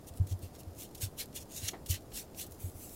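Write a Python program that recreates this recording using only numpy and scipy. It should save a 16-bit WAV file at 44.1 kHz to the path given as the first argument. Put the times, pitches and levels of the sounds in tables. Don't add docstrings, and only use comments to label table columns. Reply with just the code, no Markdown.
import sys
import numpy as np
from scipy import signal
from scipy.fft import rfft, irfft, next_fast_len
from scipy.io import wavfile
from scipy.ndimage import uniform_filter1d, map_coordinates

SR = 44100
rng = np.random.default_rng(int(sys.argv[2]) if len(sys.argv) > 2 else 0)


def log_audio(samples):
    frames = np.atleast_2d(samples).T
    limited = np.clip(frames, -1, 1)
    pcm = np.round(limited * 32767).astype(np.int16)
    wavfile.write(sys.argv[1], SR, pcm)


N = 130095
T = np.arange(N) / SR

# freq_hz, level_db
LEAF_SPECTRUM = [(300, -35), (1000, -22), (1400, -13.5), (1800, -7), (2700, -3.5), (3600, 0), (4700, -2),
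                 (6500, -1), (8300, 0), (10800, -2), (12500, -2), (14000, -1.5), (15500, -6)]
# centre_hz, width_hz, lift_db
LEAF_RESONANCES = [(2760, 170, 4.5), (4190, 130, 4.5), (5590, 310, 3.5), (6560, 250, 4), (6920, 110, 2),
                   (10800, 330, 3)]


def amp(db):
    return 10 ** (np.asarray(db) / 20)


def unit(x):
    return x / np.sqrt(np.mean(x ** 2) + 1e-20)


def noise():
    return rng.standard_normal(N)


def filtered(x, response):
    size = next_fast_len(N + 8192)
    return irfft(rfft(x, size) * response(np.fft.rfftfreq(size, 1 / SR)), size)[:N]


def coloured(x, spectrum, peaks=(), tilt_db_per_oct=0):
    freq_hz, level_db = np.transpose(spectrum)
    def response(hz):
        octave = np.log2(hz + 1)
        lift_db = sum(db / (1 + (2 * (hz - centre) / width) ** 2) for centre, width, db in peaks)
        tilt_db = tilt_db_per_oct * np.maximum(octave, np.log2(freq_hz[0]))
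        return amp(np.interp(octave, np.log2(freq_hz), level_db) + lift_db + tilt_db)
    return unit(filtered(x, response))


def slips(per_s):
    return unit(noise() * (rng.random(N) < per_s / SR))


def patchy(x, depth_db):
    spectra = signal.stft(x, nperseg=512)[2]
    field = uniform_filter1d(rng.standard_normal(spectra.shape), 3, axis=0)
    field = unit(uniform_filter1d(field, 9, axis=1))
    return signal.istft(spectra * unit(amp(depth_db * field)), nperseg=512)[1][:N]


def burst(start_s, attack_s, t60_s):
    t = np.maximum(T - start_s, 0)
    return (1 - np.exp(-(t / attack_s) ** 2)) * np.exp(-np.log(1000) * (t - attack_s) / t60_s)


def room_rush():
    # freq_hz, level_db
    spectrum = [(20, -3.5), (50, -3), (70, 3.5), (110, 1.5), (180, -4), (310, -2.5), (450, -6), (670, -9.5),
                (1000, -18), (1500, -24.5), (2500, -31), (5500, -30.5), (8300, -33.5), (9500, -29),
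                (12500, -33.5), (14000, -33), (15500, -34.5)]
    # centre_hz, width_hz, lift_db
    peaks = [(679, 18, 3.5), (5040, 220, 4), (6700, 60, 8), (7400, 90, 11), (13870, 97, 12),
             (14100, 120, 9)]
    return amp(-51.5) * coloured(noise(), spectrum, peaks)


def leaf_crackles(per_s=39, level_db=-63, spread_db=6.5, fade_db_per_s=0.5):
    pops = (rng.random(N) < per_s / SR) * amp(spread_db * np.clip(noise(), -2, 2))
    pop_shape = burst(0, attack_s=0.0004, t60_s=0.015)[:SR // 10]
    envelope = signal.fftconvolve(pops, pop_shape)[:N]
    hiss = coloured(noise(), LEAF_SPECTRUM, LEAF_RESONANCES, tilt_db_per_oct=1.5)
    return amp(level_db - fade_db_per_s * T) * envelope * hiss


def spoon_strokes():
    # peak_s, rise_s, fall_s, level_db, tilt_db_per_oct, broad_lift_db
    drags = [ (.084, 0.024, 0.021, -49.5, 2.5, 0.5), (.172, 0.023, 0.024, -53.5, 3.5, -2),
             (.314, .05, 0.038, -50, 1.5, 2), (.436, 0.037, 0.056, -53.5, -0.5, -2),
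             (.556, 0.033, 0.025, -56, -0.5, -3), (.603, 0.036, 0.025, -55, 1, -2),
             (.816, 0.064, 0.064, -45, 1.8, 0), (.98, 0.014, 0.025, -53, 1.5, 0),
             (1.025, 0.029, 0.057, -37, 0.55, -1), (1.202, 0.033, 0.048, -37.5, -0.4, -1.5),
             (1.362, 0.021, 0.043, -40.5, .3, 0), (1.416, 0.037, 0.027, -50.5, 1.5, 5),
             (1.533, 0.057, 0.058, -50.5, 0, 2.5), (1.578, 0.05, 0.041, -41.5, 0.5, 3),
             (1.66, 0.085, 0.073, -40.5, -.6, 0), (1.684, .009, .014, -30, -3.4, 6),
             (1.908, 0.028, 0.037, -33.5, 1, 3), (1.941, 0.018, 0.046, -40.5, -2.6, 0),
             (2.173, .056, 0.072, -40, 0.8, -2), (2.406, 0.054, 0.06, -40, 1.2, -3),
             (2.52, .04, 0.11, -61.5, 4.5, 3)]
    slips_per_s, reference_db = 30000, -40
    broad_hz, broad_width_hz = 6600, 2600
    body_hz, body_lag_s = 4330, 0.005
    edge_db = -23.5
    flutter_per_s, flutter_db = 350, 0.92
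    def swell(t, rise_s, fall_s):
        return amp(edge_db * np.abs(t / np.where(t < 0, rise_s, fall_s)) ** 1.85)
    out = np.zeros(N)
    for peak_s, rise_s, fall_s, level_db, tilt_db_per_oct, broad_lift_db in drags:
        firmness = amp(level_db - reference_db)
        friction = slips(slips_per_s * firmness ** 0.8)
        peaks = LEAF_RESONANCES + [(broad_hz, broad_width_hz, broad_lift_db)]
        rustle = coloured(friction, LEAF_SPECTRUM, peaks, tilt_db_per_oct)
        body = filtered(rustle, lambda hz: np.exp(-(hz / body_hz) ** 2))
        highs = swell(T - peak_s, rise_s, fall_s) * (rustle - body)
        lows = swell(T - peak_s - body_lag_s, rise_s, fall_s) * body
        out += amp(level_db) * (highs + lows)
    rustling = patchy(out, depth_db=3.0)
    grip = map_coordinates(noise(), [T * flutter_per_s])
    return rustling * amp(flutter_db * grip)


def table_thumps(t60_s=0.14, thud_db=-15.5):
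    # start_s, level_db, pitch_hz, attack_s
    pushes = [(.104, -38.5, 80, 0.01), (0.196, -17, 93.3, .011), (.305, -24.5, 92.3, 0.021),
              (.428, -32.5, 92, .008), (.666, -33.5, 87.8, 0.0093), (1.027, -27, 96.3, 0.009),
              (1.626, -32, 95.4, 0.0078), (1.892, -22.5, 89, .013), (2.13, -40.5, 53, .007),
              (2.636, -28, 91.3, 0.0084), (2.749, -37.5, 88, 0.0052)]
    # freq_hz, level_db
    thud_spectrum = [(20, -19), (60, -8), (130, -5.5), (220, -25.5), (500, -43), (1500, -77)]
    out = np.zeros(N)
    for start_s, level_db, pitch_hz, attack_s in pushes:
        ring = -np.sin(2 * np.pi * pitch_hz * (T - start_s))
        thud = amp(thud_db) * coloured(noise(), thud_spectrum)
        out += amp(level_db) * burst(start_s, attack_s, t60_s) * (ring + thud)
    return out


def sauce_ticks():
    # start_s, level_db, tilt_db_per_oct, attack_s, t60_s
    releases = [(.268, -45, 3.5, .003, 0.035), (.39, -50, 8, .001, .03), (.423, -51, 11, .001, .025),
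                (.602, -48.5, 5, .002, .03), (.832, -41, 7, .002, .03), (.946, -42, 1, .005, 0.048),
                (1.257, -46.5, 5, .001, 0.016), (1.326, -56, -4, 0.0022, 0.074),
                (1.457, -52, 1, .0005, .012), (1.6836, -36, -.3, .0005, .012),
                (1.858, -42, 1, 0.0042, 0.072), (2.116, -55.5, -9, .002, 0.066),
                (2.345, -52, -3, .001, .04), (2.463, -44.5, 7.5, .003, 0.042),
                (2.508, -48.5, 9, .0015, 0.032), (2.519, -44, 7, .0015, .03)]
    out = np.zeros(N)
    for start_s, level_db, tilt_db_per_oct, attack_s, t60_s in releases:
        crackle = coloured(slips(per_s=12000), LEAF_SPECTRUM, LEAF_RESONANCES, tilt_db_per_oct)
        out += amp(level_db) * burst(start_s, attack_s, t60_s) * crackle
    return out


def sauce_splat():
    # freq_hz, level_db
    spectrum = [(100, -33), (200, -7), (265, 8.5), (450, -6), (720, -1), (1000, -10), (1250, -6.5),
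                (1550, -17), (1900, -7.5), (2600, -22), (4000, -23.5), (8000, -49)]
    return amp(-40) * burst(start_s=1.73, attack_s=0.005, t60_s=0.14) * coloured(noise(), spectrum)


def glove_slide():
    # time_s, level_db
    contour = [(2.57, -80), (2.605, -50), (2.665, -50.5), (2.73, -63), (2.78, -54), (2.84, -48.5),
               (2.89, -53.5), (2.95, -50.5)]
    # freq_hz, level_db
    spectrum = [(800, -30), (2500, -9), (5200, -9.5), (6300, -2.5), (11000, 1.5), (15500, -2)]
    time_s, level_db = np.transpose(contour)
    hiss = patchy(coloured(noise(), spectrum), depth_db=3.5)
    return amp(np.interp(T, time_s, level_db, left=-120)) * hiss


def room_reverb(x, t60_s=0.22):
    t = T[:SR // 2]
    tail = rng.standard_normal(len(t)) * np.exp(-np.log(1000) * t / t60_s)
    return signal.fftconvolve(x, tail / np.linalg.norm(tail))[:N]


def scene():
    close = spoon_strokes() + sauce_ticks() + leaf_crackles() + sauce_splat() + glove_slide()
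    mono = close + amp(-22.5) * room_reverb(close) + table_thumps() + room_rush()
    return np.array([mono, mono])


def record(dry):
    cutoff_hz = 15830
    return np.array([filtered(channel, lambda hz: hz < cutoff_hz) for channel in dry])


dry = scene()
out = record(dry)
log_audio(out)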